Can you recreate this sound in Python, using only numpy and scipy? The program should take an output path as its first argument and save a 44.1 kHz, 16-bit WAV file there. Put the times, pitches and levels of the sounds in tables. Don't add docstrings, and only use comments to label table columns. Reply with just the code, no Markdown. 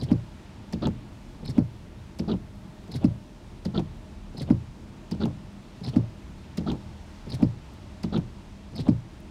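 import sys
import numpy as np
from scipy import signal
from scipy.fft import rfft, irfft
from scipy.io import wavfile
from scipy.ndimage import uniform_filter1d

SR = 44100
rng = np.random.default_rng(int(sys.argv[2]) if len(sys.argv) > 2 else 0)


def dump_mix(stems):
    frames = np.atleast_2d(stems).T
    limited = np.clip(frames, -1, 1)
    pcm = np.round(limited * 32767).astype(np.int16)
    wavfile.write(sys.argv[1], SR, pcm)


def invert_db(x):
    u = np.asarray(x, float) / 20
    return 10 ** u


N = 410130

# pitch_hz, density_db_per_hz
CABIN_SPECTRUM = [(12, -36), (20, -2), (81, 0), (120, -2.5), (198, -5.5), (247, -7.5), (318, -12.5),
                  (587, -41.5), (639, -21.5), (734, -22.5), (918, -23.5), (1180, -30), (3050, -32),
                  (6860, -42), (15900, -69.5)]
# pitch_hz, width_hz, level_db
MOTOR_PANELS = [
    (36.3, 7.7, -52.5),
    (76.1, 19, -55),
    (200.7, 16, -53.5),
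    (332, 31, -64),
    (618, 59, -65),
    (878, 100, -67),
    (9000, 980, -85.5),
]
# time_s, flow_db, drizzle_db
WEATHER = [(0, .4, 5), (.5, 0.9, -1), (1.6, -0.4, 6), (2.1, -0.5, 2), (2.6, -0.5, 6), (3.8, -0.3, 1.5),
           (4.9, 0, -1), (6.0, 0.9, 0.5), (7.2, 2, -2), (7.8, 1.3, -5), (8.6, 0.6, -3), (9.3, -0.1, -3)]
# start_s, level_db
DROPS = [
    (2.556, -54),
    (2.7595, -61),
    (3.9694, -56),
    (7.737, -48),
    (9.203, -45),
]

# start_s, blow_db
HEAVY_KNOCKS = [
    (0.1162, 0),
    (1.582, 0),
    (3.0446, 1),
    (4.5051, 1),
    (5.9652, -1),
    (7.4272, 1),
    (8.8866, 2),
]
# start_s, blow_db
LIGHT_KNOCKS = [
    (0.7347, 0),
    (2.1977, 0),
    (3.6581, 0),
    (5.1183, 0),
    (6.5799, 0),
    (8.0404, 0),
]
# start_s, snap_db
LEAD_SNAPS = [
    (0.0138, -37.5),
    (1.4787, -36),
    (2.9389, -35),
    (4.3983, -34.5),
    (5.8641, -35),
    (7.3211, -35),
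    (8.7803, -34.5),
]
# start_s, snap_db
TRAIL_SNAPS = [
    (0.854, -32),
    (2.3145, -35.5),
    (3.7756, -33),
    (5.236, -35),
    (6.6984, -34),
    (8.158, -32),
]
# start_s, blow_db
FLIPS = [
    (0.0227, 3),
    (1.4876, 0.5),
    (2.9489, 1),
    (4.4092, 0),
    (5.8728, 0.5),
    (7.3317, 0),
    (8.7909, 1.5),
]
# start_s, level_db
LATCH_CLICKS = [
    (0.8704, -36),
    (2.3346, -52),
    (3.7948, -40),
    (5.2565, -40),
    (6.7176, -39),
    (8.1768, -42),
]
# start_s, level_db
CREAKS = [(1.417, -57), (2.878, -53), (4.3374, -58), (5.1476, -53), (5.8024, -57), (6.6094, -53),
          (7.2594, -57), (8.72, -58)]

# pitch_hz, level_db, t60_s, swing_sign (+1 out, -1 in)
HEAVY_MODES = [(46.2, -32.4, 0.33, 1), (82.5, -27.8, 0.33, -1), (90.5, -30.7, 0.33, 1),
               (114.4, -17.5, 0.33, 1), (142.4, -20.5, 0.278, 1), (170.6, -17.5, 0.184, -1),
               (197.4, -28.8, 0.279, -1), (216.0, -11.2, 0.044, 1), (241.8, -7.9, 0.07, 1),
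               (285.1, -15.0, 0.09, 1), (310.1, -7.4, 0.04, -1), (334.4, -23.7, 0.105, 1),
               (489.5, -27.6, 0.043, 1), (583.4, -26.2, 0.057, 1)]
LIGHT_MODES = [(40.7, -42, 0.33, 1), (82, -30, 0.37, 1), (129, -30.5, 0.32, 1), (154.6, -34, 0.59, 1),
               (181.1, -20.5, 0.14, -1), (210, -29.0, 0.37, -1), (239.7, -26.5, 0.15, 1),
               (293, -34.5, 0.25, 1), (333, -35.5, 0.23, -1), (412, -32, 0.069, 1), (469, -36.5, 0.075, -1),
               (526, -28.5, 0.023, 1)]
FLIP_MODES = [(49.5, -26.2, 0.02, 1), (88.6, -30.1, 0.3, -1), (115.2, -30.5, 0.3, -1),
              (133.4, -24.5, 0.189, 1), (156.2, -28.7, 0.162, -1), (180.0, -35.2, 0.103, 1),
              (240.9, -30.7, 0.087, 1), (256.5, -33.0, 0.103, 1), (304.5, -42.0, 0.179, -1),
              (383.2, -30.1, 0.039, 1), (551.7, -70.1, 0.3, -1)]
# pitch_hz, level_db, t60_s, swing_sign
DOOR_MODES = [
    (118, -33.5, .7, -1),
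    (93, -35, .5, -1),
]

# delay_s, length_s, pitch_hz, width_hz, level_db
HEAVY_RUBS = [(-.042, 0.051, 3200, 1400, -57.5), (-.038, 0.051, 610, 480, -44.5),
              (-.007, 0.012, 5000, 6500, -56), (-.005, 0.013, 2200, 1300, -46),
              (-.006, 0.024, 4700, 1500, -52.5), (-.003, 0.02, 9500, 790, -67),
              (-.008, 0.027, 910, 317, -45.5), (-.005, .011, 1370, 420, -50.5),
              (-.002, 0.054, 397, 220, -41), (0.019, 0.08, 570, 60, -56)]
LEAD_RUBS = [(-.033, 0.03, 4270, 1000, -49.5), (-0.034, 0.041, 5120, 310, -54),
             (-.025, 0.013, 8500, 6800, -59), (-.003, 0.0098, 4080, 1200, -43),
             (0.0059, .007, 9300, 2600, -62), (.004, 0.044, 4380, 950, -56.5),
             (0.019, 0.017, 5300, 600, -53.5), (.011, .028, 7400, 6800, -57.5),
             (-0.0098, 0.055, 3850, 2400, -53), (.008, 0.034, 1950, 950, -57),
             (.005, 0.031, 560, 400, -47.5), (-.062, 0.036, 390, 360, -50), (-.045, 0.061, 145, 80, -43.5),
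             (-.032, 0.053, 770, 390, -54.5), (-0.021, 0.0089, 2130, 900, -56),
             (.032, 0.035, 290, 320, -51.5)]
LIGHT_RUBS = [(-.011, 0.01, 4700, 7300, -48.5), (-.007, 0.012, 4720, 1150, -44),
              (-.007, 0.018, 2500, 7200, -54.5), (-0.0051, 0.025, 3500, 2500, -54),
              (0.003, .008, 8200, 3000, -76), (-.010, 0.021, 670, 530, -42.5),
              (0.0015, 0.063, 354, 290, -45), (-.006, 0.0068, 2100, 1200, -47.5)]
TRAIL_RUBS = [(-.037, 0.018, 4570, 560, -56.5), (-.020, 0.014, 4420, 630, -52),
              (-0.038, 0.03, 3760, 820, -54.5), (-.039, 0.05, 3500, 2000, -54),
              (-.032, 0.029, 1330, 150, -45.5), (-.005, 0.016, 1430, 400, -51.5),
              (-0.041, 0.035, 550, 490, -40), (-.039, 0.08, 314, 200, -34), (-.002, .013, 3530, 1100, -41),
              (.008, 0.02, 2760, 1400, -52)]
LATCH_RUBS = [
    (-.0005, .0035, 4800, 4200, -46),
    (-.0005, .004, 13500, 1200, -65),
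    (-.005, .013, 820, 260, -38),
    (.002, .015, 4500, 4000, -60),
    (-.008, .04, 125, 60, -31),
]
CREAK_RUBS = [
    (-.002, 0.011, 4500, 4700, -56.5),
]

# delay_s, level_db, push_sign (+1 push, -1 pull)
HEAVY_JOLTS = [
    (-.0345, -16, 1),
    (-.0163, -12, 1),
    (-.010, -12, 1),
]
LEAD_JOLTS = [
    (-.0598, -14, -1),
    (-.035, -19, 1),
    (-.0193, -19, -1),
]
TRAIL_JOLTS = [
    (-.0383, -12, -1),
    (-.0341, -13, -1),
    (-.0171, -6.6, 1),
    (-.0085, -10.4, 1),
    (.0005, -3, 1),
    (.0083, -11, 1),
    (.017, -9, 1),
    (.0288, -5.4, -1),
    (.0345, -12.3, -1),
]


def add(track, start_s, sound):
    at = int(round(start_s * SR)) + np.arange(len(sound))
    inside = (at >= 0) & (at < N)
    track[at[inside]] += sound[inside]


def band(size, pitch_hz, width_hz, order=2):
    f_hz = np.arange(size // 2 + 1) * SR / size + 1e-9
    detune = (f_hz - pitch_hz * pitch_hz / f_hz) / width_hz
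    gain = 1 / (1 + detune ** 2) ** (order / 2)
    noise = irfft(rfft(rng.standard_normal(size)) * gain, size)
    return noise / np.std(noise)


def walk(rate_hz):
    hold = int(SR / rate_hz)
    held = np.repeat(rng.standard_normal(N // hold + 1), hold)
    smooth = uniform_filter1d(uniform_filter1d(held, hold), hold)
    return 1.3 * smooth[:N]


def shudder(events, swell_db, rise_s, fall_s):
    since_s = np.arange(N) / SR - np.array(events)[:, :1]
    climb = np.clip(1 + since_s / rise_s, 0, 1)
    fall = np.exp(-np.maximum(since_s, 0) / fall_s)
    return swell_db * np.sum(climb * fall, axis=0)


def motor_hum():
    out = np.zeros(N)
    for pitch_hz, width_hz, level_db in MOTOR_PANELS:
        out += invert_db(level_db + 1.7 * walk(4.7)) * band(N, pitch_hz, width_hz)
    return out


def cabin_noise():
    time_s, flow_db, drizzle_db = np.transpose(WEATHER)
    now_s = np.arange(N) / SR
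    hiss_db = np.interp(now_s, time_s, flow_db)
    spray_db = np.interp(now_s, time_s, drizzle_db)
    rumble_db = -2.5 + shudder(HEAVY_KNOCKS, swell_db=3.8, rise_s=0.15, fall_s=0.064)
    rumble_db += shudder(TRAIL_SNAPS, swell_db=8.1, rise_s=0.072, fall_s=0.068)
    spectrum_hz, density_db = np.transpose(CABIN_SPECTRUM)
    out = np.zeros(N)
    for hz in 28 * 2 ** np.arange(0, 9.6, .5):
        high = np.clip(np.log2(hz / 250) / 2, 0, 1)
        air_db = hiss_db if hz < 9500 else spray_db
        level_db = np.interp(np.log(hz), np.log(spectrum_hz), density_db) + 10 * np.log10(hz) - 68
        level_db = level_db + (1 - high) * rumble_db + high * air_db
        level_db = level_db + (1.8 - 0.94 * high) * walk(11)
        out += invert_db(level_db) * band(N, hz, hz / 1.61)
    return out


def raindrops():
    out = np.zeros(N)
    decay = np.exp(-np.arange(1024) / SR / 0.0034)
    for start_s, level_db in DROPS:
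        add(out, start_s, invert_db(level_db - 13) * decay * band(1024, 11500, 8000))
    return out


def ring(modes, damping=1, bloom_s=.001):
    pitch_hz, level_db, t60_s, swing = np.transpose(modes)
    t_s = np.arange(SR // 2)[:, None] / SR
    rise_s = np.where(pitch_hz < 150, bloom_s, .001)
    contact = 1 - np.exp(-t_s / rise_s)
    decay = np.exp(-np.log(1000) * damping * t_s / t60_s)
    return swing * invert_db(level_db) * np.sin(2 * np.pi * pitch_hz * t_s) * decay * contact


def knocks(events, modes, scatter_db, bloom_s=.001):
    out = np.zeros(N)
    rings = ring(modes, 0.98, bloom_s)
    for start_s, blow_db in events:
        strength = invert_db(scatter_db * rng.standard_normal(len(modes)))
        add(out, start_s, invert_db(blow_db) * rings @ strength)
    return out


def squeak(length_s, pitch_hz, width_hz):
    u = np.arange(4096) / SR / length_s
    swell = np.sin(np.pi / 2 * np.clip(u / .4, 0, 1)) ** 2
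    fall = np.cos(np.pi / 2 * np.clip(u, 0, 1) ** 2)
    shape = swell * (fall + 0.29 * np.exp(-u))
    grain_db = 3.7 * uniform_filter1d(np.repeat(rng.standard_normal(128), 32), size=24)
    rub = shape * invert_db(grain_db) * band(4096, pitch_hz, 1.43 * width_hz, order=4)
    return rub * np.sqrt(np.sum(shape ** 2) / np.sum(rub ** 2))


def squeaks(events, rubs, usual_db, follow=.6):
    out = np.zeros(N)
    for start_s, event_db in events:
        for delay_s, length_s, pitch_hz, width_hz, rub_db in rubs:
            late, loud, bend = rng.standard_normal(3)
            rub = squeak(length_s, pitch_hz * (1 + .025 * bend), width_hz)
            level_db = rub_db + follow * (event_db - usual_db) + 1.5 * loud
            add(out, start_s + delay_s + .001 * late, invert_db(level_db) * rub)
    return out


def judder(events, jolts, gain_db, bright_db_per_octave):
    out = np.zeros(N)
    rings = ring(LIGHT_MODES, 1.42)
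    octaves = np.log2(np.array(LIGHT_MODES)[:, 0] / 200)
    for start_s, _ in events:
        for delay_s, jolt_db, push in jolts:
            late = rng.standard_normal()
            scatter_db = 2.0 * rng.standard_normal(len(octaves))
            pull = push * invert_db(jolt_db + gain_db + bright_db_per_octave * octaves + scatter_db)
            slip_s = .0004 * late * (1 + 2 * (delay_s > 0))
            add(out, start_s + delay_s + slip_s, rings @ pull)
    return out


def wipers():
    out = knocks(HEAVY_KNOCKS, HEAVY_MODES, 1.0, bloom_s=.012)
    out += knocks(LIGHT_KNOCKS, LIGHT_MODES, 1.0, bloom_s=.012)
    out += knocks(FLIPS, FLIP_MODES, 1.0)
    out += knocks([(start_s, 0) for start_s, _ in LATCH_CLICKS], DOOR_MODES, 1.5)

    out += squeaks(HEAVY_KNOCKS, HEAVY_RUBS, usual_db=0)
    out += squeaks(LIGHT_KNOCKS, LIGHT_RUBS, usual_db=0)
    out += squeaks(LEAD_SNAPS, LEAD_RUBS, usual_db=-37.5)
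    out += squeaks(TRAIL_SNAPS, TRAIL_RUBS, usual_db=-37.5)
    out += squeaks(LATCH_CLICKS, LATCH_RUBS, usual_db=-40, follow=.9)
    out += squeaks(CREAKS, CREAK_RUBS, usual_db=-48, follow=.9)

    out += judder(HEAVY_KNOCKS, HEAVY_JOLTS, gain_db=.3, bright_db_per_octave=8.0)
    out += judder(FLIPS, LEAD_JOLTS, gain_db=.3, bright_db_per_octave=0.35)
    out += judder(TRAIL_SNAPS, TRAIL_JOLTS, gain_db=2.8, bright_db_per_octave=1.8)
    return out


def scene():
    mix = motor_hum() + cabin_noise() + raindrops() + wipers()
    return mix[None]


def band_limit(x):
    return signal.sosfilt(signal.butter(12, 15840, fs=SR, output="sos"), x)


def record(dry):
    low_cut = signal.butter(3, 25, "high", fs=SR, output="sos")
    top_cut = signal.ellip(10, .2, 70, 15950, fs=SR, output="sos")
    x = signal.sosfiltfilt(low_cut, dry)
    x = np.tanh(1.3 * x) / 1.3
    x = signal.sosfilt(top_cut, x)
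    return band_limit(x)


dry = scene()
out = record(dry)
dump_mix(out)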